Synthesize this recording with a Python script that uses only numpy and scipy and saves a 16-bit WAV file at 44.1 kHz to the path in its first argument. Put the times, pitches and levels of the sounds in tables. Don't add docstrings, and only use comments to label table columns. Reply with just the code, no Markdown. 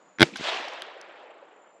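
import sys
import numpy as np
from scipy import signal
from scipy.fft import rfft, irfft, next_fast_len
from scipy.io import wavfile
from scipy.ndimage import uniform_filter1d, map_coordinates

SR = 44100
rng = np.random.default_rng(int(sys.argv[2]) if len(sys.argv) > 2 else 0)


def voltage_ratio(decibels):
    exponent = np.asarray(decibels, float) / 20
    return 10 ** exponent


def to_wav(sig):
    pcm = np.clip(np.atleast_2d(sig), -1, 1) * 32767
    pcm = np.round(pcm).astype(np.int16)
    wavfile.write(sys.argv[1], SR, pcm.T)


N = 79380
SHOT_S = 0.228


def unit(x):
    return x / np.sqrt(np.mean(x ** 2) + 1e-20)


def along(points, hz):
    f, v = np.transpose(points)
    return np.interp(np.log(hz + 1), np.log(f + 1), v)


def wobble(rate):
    knots = rng.standard_normal(int(N * rate / SR) + 4)
    return map_coordinates(knots, [np.arange(N) * rate / SR])


def filtered(x, response):
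    m = next_fast_len(N + SR // 2)
    return irfft(rfft(x, m) * response(np.fft.rfftfreq(m, 1 / SR)), m)[..., :N]


def ring(s, hz, db, t60):
    out = np.zeros(N)
    start = int(s * SR) + 1
    t = np.arange(start, min(N, start + SR // 10)) / SR - s
    rise = 1 - np.exp(-t / 0.00008)
    out[start:start + len(t)] = voltage_ratio(db - 60 * t / t60) * np.sin(2 * np.pi * hz * t) * rise
    return out


def puff(s, hz, db, cycles):
    t = np.arange(N) / SR - s
    return voltage_ratio(db) * np.exp(-(t * hz / cycles) ** 2) * np.cos(2 * np.pi * hz * t)


def dying(s, db, t60):
    t = np.arange(N) / SR - s
    return (t > 0) * voltage_ratio(db - 60 * np.maximum(t, 0) / t60)


def noise(spectrum, grain_db):
    raw = rng.standard_normal(N) * voltage_ratio(grain_db * rng.standard_normal(N))
    return unit(filtered(raw, lambda hz: voltage_ratio(along(spectrum, hz))))


def far_hush():
    # frequency in Hz, level in dB per Hz.
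    hush_color = [(90, -45.5), (150, -5), (600, 3), (1300, -2.5), (5500, -24.5), (7300, -18), (8600, -42.5),
                  (15500, -60)]
    ducked = np.arange(N) / SR > SHOT_S
    level_db = -59.5 - 5.5 * ducked + 1.2 * wobble(12)
    return voltage_ratio(level_db) * noise(hush_color, grain_db=2.0)


def trilling_insect():
    center_hz, drop_hz, ticks_hz, teeth_hz = 7480, 300, 27.3, 300
    t = np.arange(N) / SR
    stroke = np.pi * ticks_hz * (t - 0.027)
    teeth = 1 + 0.9 * np.cos(2 * np.pi * teeth_hz * t + 0.8 * wobble(40))
    phase = 2 * np.pi * center_hz * t + drop_hz / ticks_hz * np.cos(2 * stroke) + 0.9 * wobble(300)
    ticks = np.abs(np.cos(stroke)) ** 7
    return voltage_ratio(-75 + 2.5 * wobble(42)) * ticks * teeth * np.sin(phase)


def scooping_insect():
    # start in seconds, length in seconds, level in dB, held pitch in Hz.
    songs = [
        (-.08, .3, -68.5, 6973),
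        (1.485, .5, -73.5, 7170),
    ]
    scoop_hz, scoop_s, rise_s = 600, 0.034, 0.11
    out = np.zeros(N)
    for s, length, db, hz in songs:
        since = np.maximum(np.arange(N) / SR - s, 0)
        pitch = hz - scoop_hz * np.exp(-since / scoop_s) + 45 * wobble(120)
        hold = np.clip(since / rise_s, 0, 1) * (since < length)
        scratch = voltage_ratio(db + 3.4 * wobble(150) + 2.5 * wobble(500))
        out += scratch * hold * np.sin(2 * np.pi * np.cumsum(pitch) / SR)
    return out


def hammer_fall():
    # time in seconds, level in dB, pitch in Hz, length in cycles.
    knocks = [
        (.1873, -23, 1800, .8),
        (.1872, -35.5, 5500, 2),
        (0.22, -32.5, 1500, 1.1),
    ]
    return sum(puff(s, hz, db, cycles) for s, db, hz, cycles in knocks)


def lockwork():
    # time in seconds, level in dB, pitch in Hz, sizzle in dB against the click.
    clicks = [
        (0.3705, -30, 5000, -14),
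        (0.6118, -29.5, 3240, -34),
        (0.6837, -31, 4600, -15.5),
        (0.7362, -47, 5940, -5),
        (0.821, -20.5, 3100, -22),
        (1.0139, -37, 5170, -13.5),
    ]
    ring_t60, sizzle_t60 = 0.0065, 0.008
    sizzle = filtered(rng.standard_normal(N), lambda f: f ** 2 / 1e8 / (1 + (f / 10500) ** 8))
    sizzle = unit(sizzle)
    tap = noise([(400, -23.5), (1500, 11), (5000, -3), (9000, -16)], grain_db=7.5)
    out = np.zeros(N)
    for s, db, hz, bright_db in clicks:
        out += ring(s, hz, db, ring_t60)
        out += ring(s + 0.0002, 1.164 * hz, db - 2, ring_t60)
        out += dying(s, db + bright_db, sizzle_t60) * sizzle
        out += dying(s - 0.0008, db - 10, sizzle_t60) * tap
    return out


def crack():
    # delay in seconds, level in dB, signed strength.
    arrivals = [
        (0, 3.5, 0.47),
        (.00035, 2.5, -0.74),
        (.0016, -3, -1.3),
    ]
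    # frequency in Hz, level in dB, 60 dB decay in seconds.
    modes = [(1536, -7, 0.0081), (2023, -4, 0.0051), (3280, 1.5, 0.0029), (5000, -5, .003),
             (890, -16, 0.0088)]
    out = np.zeros(N)
    for delay, db, sign in arrivals:
        for hz, level, t60 in modes:
            out += sign * ring(SHOT_S + delay, hz, db + level, t60)
    return out


def gas_spray():
    # frequency in Hz, level in dB per Hz.
    gas_color = [(88, -24), (150, 2), (1050, -29), (2020, -11.5), (3820, -17.5), (5100, -22), (15000, -75)]
    return dying(SHOT_S, -9, 0.027) * noise(gas_color, grain_db=7)


def fore_runners(blast):
    copies_db = [-2, -8, -22.5, -38]
    spacing_s, top_hz = 0.010665, 5830

    def early(f):
        total = 0
        for k, db in enumerate(copies_db):
            advance = np.exp(2j * np.pi * f * spacing_s * (k + 1))
            total = total + (-1) ** (k + 1) * voltage_ratio(db) * advance
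        return total / (1 + (f / top_hz) ** 10)

    return filtered(blast, early)


def processing_grit():
    start_s = 0.199
    t = np.arange(N) / SR
    grit = unit(filtered(rng.standard_normal(N), lambda f: (f < 9600) * (f > 2100)))
    gate = (t > start_s) * (t < SHOT_S + 0.004)
    return voltage_ratio(-46.5 + 300 * (t - start_s)) * grit * gate


def shot():
    # frequency in Hz, level in dB, 60 dB decay in seconds.
    push = [(95, -19, .03), (155, -15, 0.049), (353, -8, .04), (588, -25, 0.034)]
    # frequency in Hz, level in dB per Hz.
    near_color = [(100, -31), (290, -5.5), (450, -2.5), (800, -13), (2500, -10.5), (7500, -21.5),
                  (9000, -33.5), (15000, -55.5)]
    core = crack() + sum(ring(SHOT_S, *mode) for mode in push)
    blast = core + gas_spray() - puff(SHOT_S + 0.00653, 600, -14.5, 0.63)
    smeared = core + voltage_ratio(1.5) * gas_spray() + puff(SHOT_S + 0.00767, 600, -11.5, 0.53)
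    near = dying(SHOT_S, -34.5, 0.34) * noise(near_color, grain_db=4.5)
    return voltage_ratio(2.5) * (blast + fore_runners(smeared)) + processing_grit() + near


def ground_thuds():
    hz, width_hz = 261, 200
    raw = rng.standard_normal(N) * voltage_ratio(4.1 * wobble(45))
    thuds = filtered(raw, lambda f: (1j * f * width_hz / (hz ** 2 - f * f + 1j * f * width_hz)) ** 2)
    return dying(SHOT_S, -44.5, 1.2) * unit(thuds)


def berm_and_trees():
    # time in seconds, level in dB.
    slaps = [
        (0.3584, -24.5),
        (.3604, -30),
        (0.3622, -27),
    ]
    # time in seconds, level in dB.
    swell = [(0.331, -52), (.352, -50), (.365, -40), (0.402, -41), (0.437, -32.5), (0.464, -30),
             (.49, -26.5), (.53, -31), (.56, -31), (.61, -35.5), (.67, -37.5), (0.748, -40), (.85, -43),
             (0.949, -46.5), (1.1, -48), (1.3, -50), (1.5, -54.5), (1.8, -58.5)]
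    # frequency in Hz, level in dB per Hz.
    wood_color = [(130, -55), (330, -9), (640, -0.5), (1500, -5), (3300, -3.5), (7600, -21.5),
                  (9200, -36.5), (15500, -50)]
    # time in seconds, level in dB, pitch in Hz, length in cycles.
    trunks = [(0.3388, -34, 2410, 2.4), (0.3981, -30.5, 238, 0.52), (0.4104, -25, 300, 0.37),
              (.488, -27.5, 635, 0.65), (.6, -38, 336, 1), (.68, -30.5, 790, 2), (.968, -37, 520, 1.4),
              (1.24, -41, 600, 2.2), (1.302, -40.5, 600, 2.7), (1.428, -46.5, 564, 3.3)]

    def berm(f):
        return sum(voltage_ratio(db) * np.exp(-2j * np.pi * f * (s - SHOT_S)) for s, db in slaps)

    hz, t, z = signal.stft(noise(wood_color, grain_db=2.5), SR, nperseg=256)
    hz = hz[:, None]
    air_loss_db = 6.5 * (hz / 1000) ** 0.95 * np.maximum(t - 0.41, 0)
    bass_wait = np.exp(-np.maximum(t - slaps[0][0], 0) / 0.058)
    bass_loss_db = 7 * bass_wait / (1 + (hz / 1800) ** 4)
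    patch = uniform_filter1d(rng.standard_normal(z.shape), 4, 0)
    patch = unit(uniform_filter1d(patch, 8, 1))
    z = z * voltage_ratio(1.9 * patch - air_loss_db - bass_loss_db)
    wood = signal.istft(z, SR, nperseg=256)[1][:N]
    wood = wood / np.sqrt(np.abs(uniform_filter1d(wood ** 2, SR // 12)) + 1e-12)
    s, db = np.transpose(swell)
    level_db = np.interp(np.arange(N) / SR, s, db, left=-120) + 0.65 * wobble(130)
    trunk_returns = sum(puff(s, hz, db, cycles) for s, db, hz, cycles in trunks)
    return filtered(crack(), berm) + voltage_ratio(level_db) * wood + trunk_returns


def scene():
    insects = trilling_insect() + scooping_insect()
    revolver = hammer_fall() + shot() + lockwork()
    echo = ground_thuds() + berm_and_trees()
    return np.tile(far_hush() + insects + revolver + echo, (2, 1))


def low_pass(x):
    return signal.sosfilt(signal.butter(12, 15700, fs=SR, output="sos"), x)


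def record(dry):
    low_hz, top_hz, knee = 120, 12100, 7.2

    def microphone(f):
        low_cut = (1j * f) ** 2 / ((1j * f) ** 2 + 1.4j * f * low_hz + low_hz ** 2)
        return low_cut / (1 + 1j * (f / top_hz) ** 3)

    def sides(f):
        tilt_db = 1.5 * np.array([[1], [-1]])
        treble = 1 / (1 + (9000 / (f + 1)) ** 4)
        return voltage_ratio(tilt_db * treble) / (1 + (f / 15000) ** 12)

    x = filtered(dry, microphone)
    x = x / (1 + np.abs(x) ** knee) ** (1 / knee)
    return low_pass(filtered(x, sides))


dry = scene()
out = record(dry)
to_wav(out)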